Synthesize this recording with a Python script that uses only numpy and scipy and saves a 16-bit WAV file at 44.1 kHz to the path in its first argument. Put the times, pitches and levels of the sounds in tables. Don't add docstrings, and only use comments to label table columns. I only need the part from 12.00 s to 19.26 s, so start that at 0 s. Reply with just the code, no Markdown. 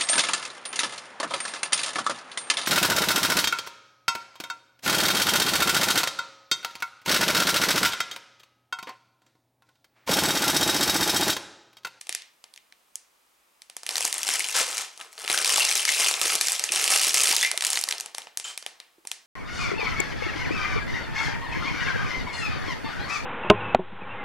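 import sys
import numpy as np
from scipy import signal
from scipy.fft import rfft, irfft, next_fast_len
from scipy.io import wavfile
from scipy.ndimage import uniform_filter1d, minimum_filter1d

SR = 44100
rng = np.random.default_rng(int(sys.argv[2]) if len(sys.argv) > 2 else 0)


def persist_wave(psi):
    counts = np.round(np.clip(psi, -1, 1) * 32767).astype(np.int16)
    wavfile.write(sys.argv[1], SR, np.atleast_2d(counts).T)


N = 320166
T = np.arange(N) / SR
TOP_HZ = 16000
BURST_SAMPLES = 1024

# start t/s, hold/s, crinkling film level/dB, tumbling bricks level/dB
MOVES = [(1.845, 0.035, -45, -55), (1.889, 0.09, -36, -43), (1.99, 0.085, -29, -43),
         (2.129, 0.14, -34, -43), (2.249, .11, -26, -39), (2.374, 0.16, -32, -46), (2.538, 0.068, -23, -32),
         (2.66, .15, -32, -41.5), (2.889, 0.096, -54, -63.5), (2.981, 0.045, -46, -46),
         (3.099, .07, -52.5, -60), (3.168, .1, -39, -44.5), (3.278, 0.14, -26, -35),
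         (3.439, 0.18, -22, -35), (3.65, 0.16, -25.5, -40.5), (3.861, 0.13, -24.5, -40),
         (3.978, 0.11, -21.5, -36), (4.12, 0.073, -32, -39), (4.2, .15, -24.5, -35), (4.421, .13, -28, -44),
         (4.58, 0.093, -39.5, -46.5), (4.705, .16, -25.5, -37.5), (4.884, 0.061, -19, -30.5),
         (4.959, 0.13, -21.5, -39), (5.135, .2, -20.5, -36.5), (5.349, .1, -25.5, -45),
         (5.502, .08, -42.5, -44.5), (5.61, 0.17, -29, -41.5), (5.847, 0.096, -39.5, -41.5),
         (5.984, 0.081, -51, -51.5), (6.15, .07, -50.5, -59)]


def amp(db):
    return 10 ** (np.asarray(db) / 20)


def unit(x):
    return x / np.sqrt(np.mean(x ** 2, axis=-1, keepdims=True) + 1e-20)


def along(points, hz):
    f, v = np.transpose(points)
    return np.interp(np.log(hz + 1), np.log(f + 1), v)


def colour(points):
    return along(points, np.fft.rfftfreq(BURST_SAMPLES, 1 / SR))


def hump(centre_hz, octaves):
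    hz = np.fft.rfftfreq(BURST_SAMPLES, 1 / SR) + 1
    return np.exp(-.5 * (np.log2(hz / centre_hz[:, None]) / octaves) ** 2)


def filtered(x, response):
    m = next_fast_len(N + SR // 2)
    return irfft(rfft(x, m) * response(np.fft.rfftfreq(m, 1 / SR)), m)[..., :N]


def noise(spectrum):
    return unit(filtered(rng.standard_normal(N), lambda hz: amp(along(spectrum, hz))))


def clicks(colour_db):
    lag = np.arange(BURST_SAMPLES)
    cepstrum = irfft(np.log(amp(colour_db)))
    fold = 1 + np.sign(BURST_SAMPLES // 2 - lag) - (lag == 0)
    return unit(irfft(np.exp(rfft(cepstrum * fold)))) / np.sqrt(BURST_SAMPLES)


def bursts(colour_db, life):
    t = np.arange(BURST_SAMPLES) / SR
    envelope = np.sqrt(t / life) * np.exp(-t / life)
    kick = rng.standard_normal((len(colour_db), BURST_SAMPLES)) * envelope
    return unit(irfft(rfft(kick) * rfft(clicks(colour_db)))) / np.sqrt(BURST_SAMPLES)


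def placed(times, shapes):
    start = np.round(np.abs(times) * SR).astype(int)
    at = start[:, None] + np.arange(shapes.shape[1])
    return np.bincount(at.ravel(), shapes.ravel(), N)[:N]


def background(level_db=-66.5, whine_db=-77, whine_hz=4980, flutter=.4):
    # f/Hz, relative level/dB
    air_colour = [(20, -19.5), (35, -16), (53, -4), (85, -19.5), (200, -7.5), (400, -5), (1150, -1),
                  (1700, -6), (2400, -4.5), (5000, -9.5), (9000, -9), (16000, -14)]
    # f/Hz, gain of the side signal/dB
    air_width = [(50, -7), (300, -4), (1000, 0.5), (2500, -3), (6000, -7.5), (12000, -15.5)]
    frame = (T - .031) % (1 / 25)
    wander = unit(uniform_filter1d(rng.standard_normal(N), size=900))
    strength = amp(whine_db) * (1 + flutter * wander)
    tick = np.exp(-frame / 0.0079) * (1 - np.exp(-frame / .001))
    whine = strength * tick * 2 * np.sin(2 * np.pi * whine_hz * T)
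    mid = amp(level_db) * noise(air_colour) + whine
    side = amp(level_db) * filtered(noise(air_colour), lambda hz: amp(along(air_width, hz)))
    return np.array([mid + side, mid - side])


def room(x, width=0.36, gap=0.0021):
    # f/Hz, t60/s
    decay = [(200, 0.32), (800, 0.49), (2200, 0.4), (6000, 0.34), (10000, 0.21), (15000, 0.025)]
    hz, t, z = signal.stft(rng.standard_normal((2, SR // 2)), SR, nperseg=256)
    fade = np.exp(-np.log(1000) * t / along(decay, hz)[:, None])
    tail = signal.istft(z * fade, SR, nperseg=256)[1]
    tail = tail * (1 - np.exp(-np.arange(tail.shape[1]) / SR / gap))
    mid, side = signal.fftconvolve(x[None], tail / np.linalg.norm(tail[0]), axes=1)[:, :N]
    return np.array([mid + width * side, mid - width * side])


def bumps(level_db=19):
    # t/s, level/dB before level_db
    contacts = [(0.094, -51), (2.298, -44.5), (3.297, -36), (3.648, -48), (4.352, -45.5), (4.701, -39.5),
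                (4.932, -39), (5.069, -37.5), (5.304, -35.5), (6.98, -50)]
    # f/Hz, relative level/dB
    thud_colour = [(25, -14.5), (70, -17), (120, -11), (200, -4.5), (350, 7.5), (900, -26), (4000, -67)]
    s, db = np.transpose(contacts)
    pushes = bursts(np.tile(colour(thud_colour), (len(s), 1)), life=0.0034)
    return placed(s, pushes * amp(db + level_db)[:, None])


def slides(rough_db=2):
    # t/s, length/s (time to fall to 1/e), level/dB
    passes = [(2.542, 0.089, -25), (2.773, 0.063, -40.5), (6.444, 0.087, -38.5)]
    # f/Hz, relative level/dB
    scrape_colour = [(30, -57.5), (120, -32), (250, -17), (600, -4.5), (1200, 0), (2800, 1), (4500, 0.5),
                     (8000, 2), (11000, -12), (16000, -29)]
    level = np.zeros(N)
    for s, length, db in passes:
        onset = np.clip((T - s) / 0.0038, 0, 1)
        level += amp(db) * onset * np.exp(-np.abs((T - s) / length) ** 3)
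    catches = unit(uniform_filter1d(rng.standard_normal(N), size=90))
    return level * unit(noise(scrape_colour) * amp(rough_db * catches))


def clinks(overtone=1.8, overtone_db=-16, rattle=0.86, contact=0.00033):
    # t/s, f/Hz, level/dB, t60/s
    rings_heard = [(3.343, 1597, -12.5, 0.016), (3.446, 3460, -32, 0.023), (3.581, 915.5, -18, 0.025),
                   (3.606, 2743, -16, 0.083), (3.619, 2930, -20.5, .04), (3.877, 2146, -18.5, 0.07),
                   (3.891, 2050, -13.5, 0.024), (4.691, 2490, -16, 0.015), (5.332, 922.4, -19.5, 0.022),
                   (5.417, 3430, -21.5, 0.11), (5.429, 2002, -14, 0.065), (5.443, 3590, -24, 0.072),
                   (5.448, 2100, -13.5, 0.045), (5.455, 2376, -24.5, 0.18), (5.478, 2096, -31, 0.2),
                   (5.541, 667, -27.5, 0.032), (5.954, 690, -40, 0.037), (6.443, 3110, -33.5, 0.23),
                   (6.442, 7200, -29, 0.055), (6.480, 3090, -37, .09), (6.481, 8500, -32, .03)]
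    s, hz, db, t60 = np.transpose(rings_heard)[:, :, None]
    t = np.arange(SR // 5) / SR
    drift = np.cumsum(rng.standard_normal((len(s), len(t))), axis=1) / 10
    phase = 2 * np.pi * hz * t + rattle * drift
    second = amp(overtone_db) * (overtone * hz < TOP_HZ / 2) * np.sin(overtone * phase)
    envelope = (1 - np.exp(-t / contact)) * np.exp(-np.log(1000) * t / t60)
    rings = placed(s[:, 0], (np.sin(phase) + second) * amp(db) * envelope)
    return signal.sosfilt(signal.butter(4, 450, "high", fs=SR, output="sos"), rings)


def effort(attack_s=.022, release_db_per_s=240):
    levels = np.zeros((2, N))
    for s, hold, film_db, bricks_db in MOVES:
        rise = np.clip((T - s) / attack_s, 0, 1)
        settle = amp(-release_db_per_s * np.clip(T - s - hold, 0, 1))
        levels = np.maximum(levels, amp([[film_db], [bricks_db]]) * rise * settle)
    return 20 * np.log10(levels + 1e-9)


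def swarm(level_db, spectrum, rate, spread_db, low_hz, high_hz, ring_db, octaves, life):
    start, end = MOVES[0][0], MOVES[-1][0] + 2 * MOVES[-1][1]
    u = rng.random((8000, 4))
    u = u[:int(np.clip(rate * (end - start), 50, len(u)))]
    pitch = low_hz * (high_hz / low_hz) ** u[:, 1]
    size = amp(spread_db * np.minimum(-np.log(1 - u[:, 2]), np.pi))
    grains = bursts(colour(spectrum) + ring_db * hump(pitch, octaves), life * 2 ** (u[:, 3:] - .5))
    x = placed(start + (end - start) * u[:, 0], size[:, None] * grains)
    power = np.abs(uniform_filter1d(uniform_filter1d(x ** 2, size=1300), size=900))
    return x / np.sqrt(power + np.mean(x ** 2) / 100) * amp(level_db)


def handling(crinkle_db, tumble_db, film_db=-2.06, bricks_db=-2.5):
    # f/Hz, relative level/dB
    film_colour = [(60, -50), (250, -24.5), (600, -17.5), (1400, -13.5), (2100, -4.5), (2800, -2),
                   (3700, -6.5), (5500, -1.5), (7500, -4), (9300, -3.5), (11500, -10.5), (16000, -23.5)]
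    # f/Hz, relative level/dB
    brick_colour = [(30, -21), (100, -26.5), (150, -18.5), (220, -13), (380, -3), (800, 2.5), (1300, 6.5),
                    (2500, -7.5), (8000, -37.5)]
    film = swarm(crinkle_db + film_db, film_colour, rate=560, spread_db=3.5,
                 low_hz=1914, high_hz=11160, ring_db=11, octaves=0.14, life=0.00081)
    bricks = swarm(tumble_db + bricks_db, brick_colour, rate=260, spread_db=3.5,
                   low_hz=350, high_hz=1750, ring_db=12.0, octaves=0.14, life=0.00086)
    return film + bricks


def buckles(crinkle_db, per_s=60, full_effort_db=-22, grows=0.55):
    u, scatter = rng.random(400), rng.standard_normal((400, 3))
    strain = np.cumsum(per_s * amp(crinkle_db - full_effort_db)) / SR
    count = min(int(strain[-1]), len(u))
    at = np.searchsorted(strain, np.arange(count) + u[:count])
    # level, treble and low body in dB
    typical, spread = [-23.5, 5.5, -21.5], (1.2, 5.5, 4.5)
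    db, treble_db, body_db = (typical + scatter[:count] * spread).T
    level = db + grows * (crinkle_db[at] - full_effort_db)
    return np.column_stack([T[at], level, treble_db, body_db])


def snaps(rows, level_db=20.5, pitch_db=5, lead_db=-14, lead_lives=3, side_db=-13,
          life_s=.00075, life_octaves=.8):
    # f/Hz, relative level/dB
    crease_colour = [(30, -37), (100, -15.5), (220, -2.5), (450, 7.5), (900, 13), (1400, 3), (2200, 2.5),
                     (3600, 1), (5500, 1.5), (7500, -2), (9400, 1.5), (11500, -7), (16000, -26)]
    s, db, treble_db, body_db = np.transpose(rows)[:, :, None]
    u = rng.random((len(s), 4))
    life = life_s * 2 ** (life_octaves * (u[:, 3:] - .5))
    size = amp(db + level_db) * np.hypot(1, amp(body_db))
    treble = treble_db * colour([(3800, 0.07), (6500, 0.93)])
    body = body_db * colour([(1050, 0.92), (1900, 0.054)])
    tone_db = colour(crease_colour) + treble + body
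    crease_db = tone_db + pitch_db * hump(2000 * 5 ** u[:, 0], octaves=0.29)
    crack = placed(s[:, 0], size * bursts(crease_db, life))
    lead_s = s[:, 0] - lead_lives * life[:, 0] * u[:, 1]
    lead = placed(lead_s, size * amp(lead_db) * 2 * u[:, 2:3] * bursts(crease_db, life))
    side = placed(s[:, 0], size * amp(side_db) * bursts(crease_db, life))
    outward = placed(s[:, 0], size * clicks(tone_db))
    return crack + lead + np.array([side, -side]), outward


def scene():
    # t/s, level/dB before level_db in snaps,
    # treble against mids/dB, low body against the crack/dB
    clear_buckles = [(0.0123, -33.5, 2.5, -20), (0.0697, -39.5, 4, -11), (0.093, -22, 0, -18.5),
                     (0.1262, -27.5, 1, -29), (0.1495, -21, 0, -27), (0.2203, -39.5, -6, -33),
                     (0.4405, -39.5, -4.5, -10.5), (0.5386, -42.5, 4, -27), (0.5611, -44, 1, -20),
                     (0.5758, -41, -15, -36), (0.724, -44, -12, -19), (0.9556, -26, 12, -17),
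                     (1.6193, -39.5, 3, -23), (1.6985, -38, -1, -15), (1.7668, -29, 5, -15),
                     (1.833, -34.5, 3, -10), (1.8647, -25, 0, -16.5), (1.8909, -21, -0.5, -20),
                     (1.9083, -28, 2, -10), (1.9562, -19.5, 2.5, -15), (1.9675, -21.5, 4, -24),
                     (1.9806, -19.5, 4.5, -19), (2.0073, -21.5, 7, -10.5), (2.0513, -17, 11.5, -7),
                     (2.1272, -19.5, 2.5, -22.5), (2.1413, -23.5, 14.5, -10), (2.181, -24, 11, -25),
                     (2.2315, -21, 4.5, -18.5), (2.2893, -18.5, -5, -17), (2.3379, -20.5, 8.5, -21.5),
                     (2.3945, -20.5, 4, -14), (2.4051, -20.5, -2, -30), (2.4431, -23.5, -6, -22.5),
                     (2.4868, -24.5, 5.5, -16), (2.752, -37.5, 17, -16), (2.78, -21.5, 5, -21),
                     (2.9761, -39, 6, -7), (3.001, -38.5, -3, -5.5), (3.0114, -32.5, -6.5, -18),
                     (3.129, -43, 6, -20.5), (3.1795, -34.5, -9, -19), (3.2474, -30, -19, -21.5),
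                     (3.2779, -21.5, -6, -20), (3.2995, -17.5, -11.5, -14.5), (3.3281, -21.5, 6, -20),
                     (3.3767, -20, 0, -18.5), (3.446, -14.5, -0.5, -24), (3.5803, -22.5, -1, -5),
                     (3.6505, -13.5, 4, -19), (3.6903, -19.5, 8.5, -34.5), (3.713, -18, -2, -25.5),
                     (3.7542, -18, 7, -13.5), (3.7771, -20, 8.5, -24), (3.8524, -13, 1.5, -22),
                     (3.8908, -16.5, -4.5, -40), (3.9985, -18, 1, -8), (4.1119, -19.5, 0.5, -12.5),
                     (4.1399, -19.5, -2, -20), (4.2145, -15, 5, -12.5), (4.2588, -21.5, -3, -18),
                     (4.3532, -17.5, 12, -8.5), (4.411, -9.5, 7, -19), (4.47, -20.5, 9, -24),
                     (4.484, -16.5, 3, -20.5), (4.5199, -18.5, 10, -15.5), (4.595, -19.5, 0.5, -14.5),
                     (4.6395, -14.5, 5.5, -19), (4.6909, -27.5, -11, -32), (4.7208, -15.5, 9, -13.5),
                     (4.7602, -18.5, -4, -20.5), (4.841, -13.5, 6, -32), (4.878, -15.5, 1, -18),
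                     (4.9605, -13.5, 1, -20), (5.0833, -22, 18.5, -23), (5.1429, -8, 8, -13.5),
                     (5.2348, -10.5, 9.5, -22.5), (5.3648, -11.5, 8, -20), (5.4281, -17, 1, -33),
                     (5.4481, -20, -8.5, -44), (5.5146, -17.5, 4, -18), (5.576, -17.5, 4, -21),
                     (5.6086, -21.5, -2, -25), (5.6228, -20, 0, -13), (5.649, -16, 1.5, -30),
                     (5.6674, -18.5, 10, -27), (5.703, -18.5, 9.5, -19), (5.731, -18.5, 11, -14.5),
                     (5.7573, -21.5, 0, -21), (5.7733, -18, -1.5, -22), (5.79, -23.5, 11.5, -19),
                     (5.8129, -23.5, 14, -23), (5.8387, -19, 8, -13), (5.8884, -19, 8.5, -20),
                     (5.9103, -20, -3, -27), (5.9244, -20, -6.5, -28), (5.9819, -30, 5, -18),
                     (5.9997, -26.5, 2.5, -20), (6.0079, -25.5, 10, -23), (6.0602, -31, -0.5, -8.5),
                     (6.148, -28, 2.5, -16), (6.1826, -26, 0.5, -8), (6.2187, -38.5, -2, -16),
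                     (6.2707, -37.5, -22, -10), (6.3731, -21, 15, -13.5), (6.3987, -29, -3.5, -20.5),
                     (6.5763, -26.5, 7, -22), (6.6261, -37, -9, -15), (6.6636, -27, -1, -11.5),
                     (6.8011, -35.5, -9.5, -17), (7.0515, -45, -1, -2), (7.0722, -28, 7.5, -21),
                     (7.1153, -23, 3.5, -20.5)]
    # t/s, left over right in the direct sound/dB, room share/dB
    bag_place = [(0, 1, -10), (1, -1.5, -15), (1.9, -0.2, -9), (2.3, 2.5, -10.5), (2.8, 2.5, -7),
                 (3.3, 2, -9), (3.8, 3, -8), (4.3, 0.68, -9), (4.8, 0, -7.5), (5.599, -0.16, -13),
                 (6.4, 1, -9), (7.2, -1.5, -11)]
    # f/Hz, phase each way/rad
    mic_phase = [(100, .1), (400, 0.067), (900, 0.23), (2500, 0.29), (5000, 0.06), (12000, 0.046)]
    crinkle_db, tumble_db = effort()
    rustle = handling(crinkle_db, tumble_db) + slides() + clinks() + bumps()
    near, outward = snaps(np.vstack([clear_buckles, buckles(crinkle_db)]))
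    s, pan_db, wet_db = np.transpose(bag_place)
    pan = np.interp(T, s, pan_db) / 2
    direct = (rustle + near) * amp([pan, -pan])
    walls = room((rustle + outward) * amp(np.interp(T, s, wet_db)))
    bag = filtered(direct + walls, lambda hz: np.exp(1j * np.outer([-1, 1], along(mic_phase, hz))))
    return bag + background()


def record(dry):
    ceiling = .6
    need = np.minimum(1, ceiling / (np.abs(dry).max(axis=0) + 1e-9))
    gain = uniform_filter1d(minimum_filter1d(need, size=130), size=66)
    return filtered(dry * gain, lambda hz: hz < TOP_HZ)


dry = scene()
out = record(dry)
persist_wave(out)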